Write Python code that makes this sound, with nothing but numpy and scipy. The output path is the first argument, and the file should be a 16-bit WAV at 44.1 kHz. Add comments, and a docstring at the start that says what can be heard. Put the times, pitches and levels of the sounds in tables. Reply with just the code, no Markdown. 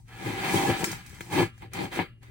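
"""Steel band scraped over plywood

A bent steel band is pushed in short strokes over a plywood bench, a step from a two-port microphone.
Grit under the rim catches and slips: it thumps the board, rings the steel and hisses. The rim knocks
and ticks; three short tones sound. Mains hum and low workshop rumble lie underneath."""
import sys
import numpy as np
from scipy import signal
from scipy.fft import rfft, irfft
from scipy.io import wavfile
from scipy.ndimage import uniform_filter1d

SR = 44100
rng = np.random.default_rng(int(sys.argv[2]) if len(sys.argv) > 2 else 0)


def wav_out(sig):
    """Save sig, one row per channel (or a flat mono array), as 16-bit PCM at SR to the path in sys.argv[1]."""
    wavfile.write(sys.argv[1], SR, np.round(np.clip(np.atleast_2d(sig).T, -1, 1) * 32767).astype(np.int16))


N = 101430
TIME_S = np.arange(N) / SR


def band():
    """Stick-slip, knocks and ticks drive board and steel; fine grit hisses."""
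    # stroke envelopes (time [s], board drive [dB], groan drive [dB], steel drive [dB], grit drive [dB])
    strokes = [(0.0, -68, -65.5, -72, -70.5), (0.04, -90, -90, -86, -77), (0.091, -65.5, -64, -56, -70),
               (0.269, -31, -43, -38.5, -49), (0.36, -36, -46, -38.5, -52), (0.459, -40, -37.5, -31, -45),
               (0.558, -25, -32.5, -30, -35.5), (0.61, -37, -33.5, -33.5, -40.5),
               (0.65, -32.5, -33, -33, -41), (0.698, -23, -35.5, -32, -40.5),
               (0.75, -41, -39.5, -34, -49.5), (0.81, -35.5, -45.5, -38, -42),
               (0.829, -42, -42, -40, -46.5), (0.86, -37.5, -66, -41.5, -45.5), (0.909, -40, -50, -39, -47),
               (1.032, -61.5, -69.5, -54.5, -63.5), (1.299, -49.5, -56.5, -53.5, -56.5),
               (1.329, -30.5, -35.5, -33.5, -43), (1.39, -21.5, -32, -29.5, -42),
               (1.43, -26.5, -36, -33.5, -44.5), (1.52, -65, -94, -64, -78), (1.591, -70, -84, -66, -70),
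               (1.628, -45, -48.5, -50.5, -70.5), (1.702, -64, -96, -69.5, -84), (1.75, -40, -44, -39, -56),
               (1.841, -30.5, -42, -39.5, -50), (1.902, -52.5, -71, -56, -66.5),
               (1.925, -49, -46, -40.5, -51.5), (1.96, -37, -52, -38, -46.5), (2.008, -28, -31, -31, -59),
               (2.068, -59, -85, -54, -102), (2.202, -80.5, -104, -83.5, -88), (2.232, -62, -63, -54, -72),
               (2.3, -59.5, -78, -62, -74)]
    # rim ticks (time [s], peak drive [dB], tap offset before scaling [dB])
    ticks = [(0.0812, -56.5, -8), (0.842, -17.5, -1), (0.9156, -26, -27), (1.0627, -41, -27),
             (1.0944, -45, -23), (1.1447, -49, -29), (1.2075, -37, 9), (1.5783, -54, 0),
             (1.6209, -56.5, 20.5), (1.7342, -31, -2), (2.2298, -53, -3)]
    # rim knocks (time [s], blow on board [dB], blow on steel [dB])
    knocks = [(.543, 1, -12), (0.635, -9, -33), (0.692, -7, -15), (.828, -11, -15), (.834, -1.5, -34),
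              (.93, -12.5, -17), (1.131, -24, -50), (1.208, -14, -24.5), (1.429, -0.5, -9.5),
              (1.921, -37, -28.5), (1.991, -6, -3), (1.998, -3.5, -7.5)]
    stroke_s, *drives_db = np.transpose(strokes)
    board_db, groan_db, steel_db, grit_db = (np.interp(TIME_S, stroke_s, db) for db in drives_db)
    tick_s, tick_db, tap_offset_db = np.transpose(ticks)
    knock_s, on_board_db, on_steel_db = np.transpose(knocks)
    slips = grains(per_s=2500, scatter_db=1.5) * undb(1.5 * drift(39.37))
    fine = grains(per_s=20000, scatter_db=1)
    taps = fine * decays(tick_s, tick_db + 0.85 * tap_offset_db - 7, t60_s=0.02)
    spray = decays(tick_s, tick_db - 15.5, t60_s=0.12)
    snap = decays(tick_s, tick_db - 7, t60_s=0.012)
    steel_blows = blows(knock_s, on_steel_db)
    return (board(slips * undb(board_db - 1.5) + blows(knock_s, on_board_db) + 0.57 * taps)
            + groan(slips * undb(groan_db + 1.5) + undb(2) * steel_blows + 0.99 * taps)
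            + steel(slips * undb(steel_db - 6.5) + taps, steel_blows)
            + grit(fine * (undb(grit_db) + spray + snap))
            + short_tones())


def board(force):
    """Plywood modes; their balance tilts as the rim bears on stiffer or freer parts."""
    # board modes (frequency [Hz], relative level [dB], t60 [s])
    modes = [(110, 2.5, 0.1), (154, -2, 0.045), (180.3, 2, 0.059), (231, -9, 0.33), (287, -0.5, 0.048),
             (341, 3, 0.099), (379.6, 0.5, 0.076), (440, -10.5, 0.061), (480.6, -6.5, 0.063),
             (574, -6.5, 0.023)]
    # mode tilt (time [s], slope [dB/octave])
    tilt = [(.3, -1.5), (.65, 2), (.84, 1), (1.0, -11.5), (1.4, 0), (1.8, -1.5), (2.0, 5)]
    thump = ring(force, modes, np.interp(TIME_S, *np.transpose(tilt)))
    return signal.sosfilt(signal.butter(4, 98.7, "high", fs=SR, output="sos"), thump)


def groan(force):
    """The band, pressed on the board, groans near 800 Hz."""
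    # pressed-band modes (frequency [Hz], relative level [dB], t60 [s])
    modes = [(784, 0.5, 0.13), (816, -1, 0.11), (857, -2.5, 0.041), (931, -2, 0.059)]
    return ring(force, modes)


def steel(push, knock):
    """Distinct steel modes over a dense, fast-decaying body."""
    # steel modes (frequency [Hz], relative level [dB], t60 [s])
    modes = [(1032.4, -8, 0.07), (1187, -14.5, 0.25), (1348, -8.5, 0.25), (1716, -2, 0.1),
             (1904, -11, 0.066), (2110, -7.5, 0.084), (2142, -5, 0.07), (2247, -4, 0.095),
             (2583, -9.5, 0.15), (2840, -13.5, 0.65), (3170, -12.5, 0.075), (3600, -29, 0.19),
             (4230, -11, 0.147), (4630, -11, 0.059)]
    # dense-mode spectrum (frequency [Hz], relative level [dB])
    spectrum = [(600, -35), (1000, -5.5), (1500, -4.5), (1900, -8), (2200, -1.5), (2700, -8), (3200, -13),
                (3800, -12.5), (5000, -30)]
    force = push + knock
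    body = dense_modes(force, t60_s=0.034) + undb(3) * push
    return ring(force, modes) + undb(2.5) * colour(body, spectrum)


def grit(rub):
    """Fine grit hisses and rings the highest steel modes."""
    # hiss spectrum (frequency [Hz], relative level [dB])
    spectrum = [(2800, -16), (3800, -6), (6000, -1), (8000, -5), (12000, -7), (16000, -8)]
    # high steel modes (frequency [Hz], relative level [dB], t60 [s])
    modes = [(5081, -1, .12), (6120, -2, .05), (7503, -3, .1), (7798, -1, .1), (8700, -3, .06),
             (11200, -7, .15)]
    hiss = colour(rub + undb(-2.5) * dense_modes(rub, t60_s=0.039), spectrum)
    return hiss + undb(-11) * ring(rub, modes)


def short_tones():
    """Two brief squeals, and the steel ringing near 5 kHz after the tick at 0.84 s."""
    # short tones (start [s], length [s], frequency [Hz], level [dB])
    tones = [(.555, .055, 3230, -35), (.644, .028, 805, -16), (.842, .085, 5085, -41)]
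    out = 0
    for start_s, length_s, hz, db in tones:
        progress = np.clip((TIME_S - start_s) / length_s, 0, 1)
        swell = np.sin(np.pi * progress ** 0.6) ** 2
        out += swell * undb(db + 3.1 * drift(118.5)) * wavering_sine(hz, depth=0.00346, per_s=92.1)
    return out


def shop():
    """Workshop rumble and faint hiss."""
    # noise spectrum (frequency [Hz], relative level [dB])
    spectrum = [(15, -34), (25, 12), (134, 0.5), (249, -20.5), (373, -24), (641, -59), (2840, -47),
                (3250, -85), (11300, -43.5), (16000, -89)]
    return undb(-49 + 0.54 * drift(8.1)) * colour(rng.standard_normal(N), spectrum)


def hum():
    """Mains hum, wavering in level and pitch."""
    rms = undb(-53 - 1.5 * drift(8.45))
    return np.sqrt(2) * rms * wavering_sine(hz=116.6, depth=0.00987, per_s=4.4)


def undb(db):
    return 10 ** (np.asarray(db) / 20)


def drift(per_s):
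    """Smoothed random steps, spread near 1."""
    hold = int(SR / per_s)
    steps = np.repeat(rng.standard_normal(400), hold)[:N]
    return 1.3 * uniform_filter1d(uniform_filter1d(steps, hold), hold)


def wavering_sine(hz, depth, per_s):
    """Sine with random pitch drift."""
    return np.sin(2 * np.pi * np.cumsum(hz * (1 + depth * drift(per_s))) / SR)


def grains(per_s, scatter_db):
    """Random clicks of both signs, a few of them large; unit RMS."""
    chance, size, sign = rng.random((3, N))
    clicks = (chance < per_s / SR) * np.sign(sign - 0.5) * undb(-scatter_db * np.log(size + 1e-9))
    return clicks / np.sqrt(np.mean(clicks ** 2))


def decays(starts_s, peaks_db, t60_s):
    """Envelope of sudden onsets with exponential tails."""
    return sum((TIME_S >= start_s) * undb(db - 60 * np.maximum(TIME_S - start_s, 0) / t60_s)
               for start_s, db in zip(starts_s, peaks_db))


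def blows(starts_s, levels_db, contact_s=0.0003):
    """One rounded force pulse per knock."""
    pulse = np.hanning(int(contact_s * SR) + 3)
    out = np.zeros(N)
    for start_s, db in zip(starts_s, levels_db):
        i = int(start_s * SR)
        out[i:i + len(pulse)] -= undb(db) * pulse / pulse.sum()
    return out


def ring(force, modes, tilt_db_per_octave=0, pivot_hz=260):
    """Two-pole resonators; each swells and fades as the contact point moves."""
    out = 0
    for hz, db, t60_s in modes:
        r, w = undb(-60 / (t60_s * SR)), 2 * np.pi * hz / SR
        drive = force * undb(db + tilt_db_per_octave * np.log2(hz / pivot_hz) + 2.2 * drift(12))
        out += 2 * np.sqrt(1 - r) * signal.lfilter([0, r * np.sin(w)], [1, -2 * r * np.cos(w), r * r], drive)
    return out / np.sqrt(sum(undb(db) ** 2 for _, db, _ in modes))


def dense_modes(force, t60_s):
    """Overlapping modes as a decaying noise response."""
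    return convolve(force, rng.standard_normal(SR // 2) * undb(-60 * TIME_S[:SR // 2] / t60_s))


def colour(x, spectrum):
    """Minimum-phase filter shaped by (frequency [Hz], relative level [dB]) rows."""
    hz, db = np.transpose(spectrum)
    gain_db = np.interp(np.log(np.linspace(1, SR / 2, 4097)), np.log(hz), db)
    cepstrum = irfft(gain_db * np.log(10) / 20)
    cepstrum[1:4096] *= 2
    cepstrum[4097:] = 0
    return convolve(x, irfft(np.exp(rfft(cepstrum)))[:4096])


def convolve(x, response):
    """Convolution at unit power gain."""
    return signal.fftconvolve(x, response / np.sqrt(np.sum(response ** 2)))[:N]


def on_bins(table):
    """(frequency [Hz], value) rows interpolated onto the FFT bins."""
    hz, value = np.transpose(table)
    return np.interp(np.log(np.fft.rfftfreq(N, 1 / SR) + 1), np.log(hz + 1), value)


def scene():
    """Both ports hear a shared part, shifted in phase, and an unlike part from elsewhere on the rim."""
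    # likeness of the ports (frequency [Hz], squared coherence [0-1])
    likeness = [(60, 1), (250, 0.76), (600, 0.04), (3100, 0.3), (5300, 0), (7000, 0.4), (9000, 0.99)]
    # left over right (frequency [Hz], level [dB])
    balance = [(60, 15), (110, 0), (200, 7), (380, 2.5), (700, -0.5), (1290, 0), (2380, 0), (4400, 2),
               (8120, -1), (15000, 0.5)]
    # left ahead of right (frequency [Hz], phase [rad])
    lead = [(0, 0), (600, .2), (1210, .8), (2070, -.7), (3270, -1.5), (4300, -5.2), (5340, -3), (8100, -.1),
            (9400, .1), (11400, 3.1), (12300, 3.2), (15000, 6.28)]
    coherence = np.sqrt(on_bins(likeness))
    mid = rfft(band() + shop() + hum()) * np.sqrt((1 + coherence) / 2)
    side = rfft(band() + shop()) * np.sqrt((1 - coherence) / 2)
    pan = np.exp(0.5j * on_bins(lead)) * undb(on_bins(balance) / 2)
    return np.array([irfft((mid + side) * pan, N), irfft((mid - side) / pan, N)])


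def record(dry):
    """The recorder thins the deepest bass and cuts the top."""
    low_cut_hz, top_hz = 75, 15900
    thin = signal.sosfilt(signal.butter(2, low_cut_hz, "high", fs=SR, output="sos"), dry)
    return signal.sosfilt(signal.ellip(10, 0.2, 80, top_hz, fs=SR, output="sos"), thin)


dry = scene()
out = record(dry)
wav_out(out)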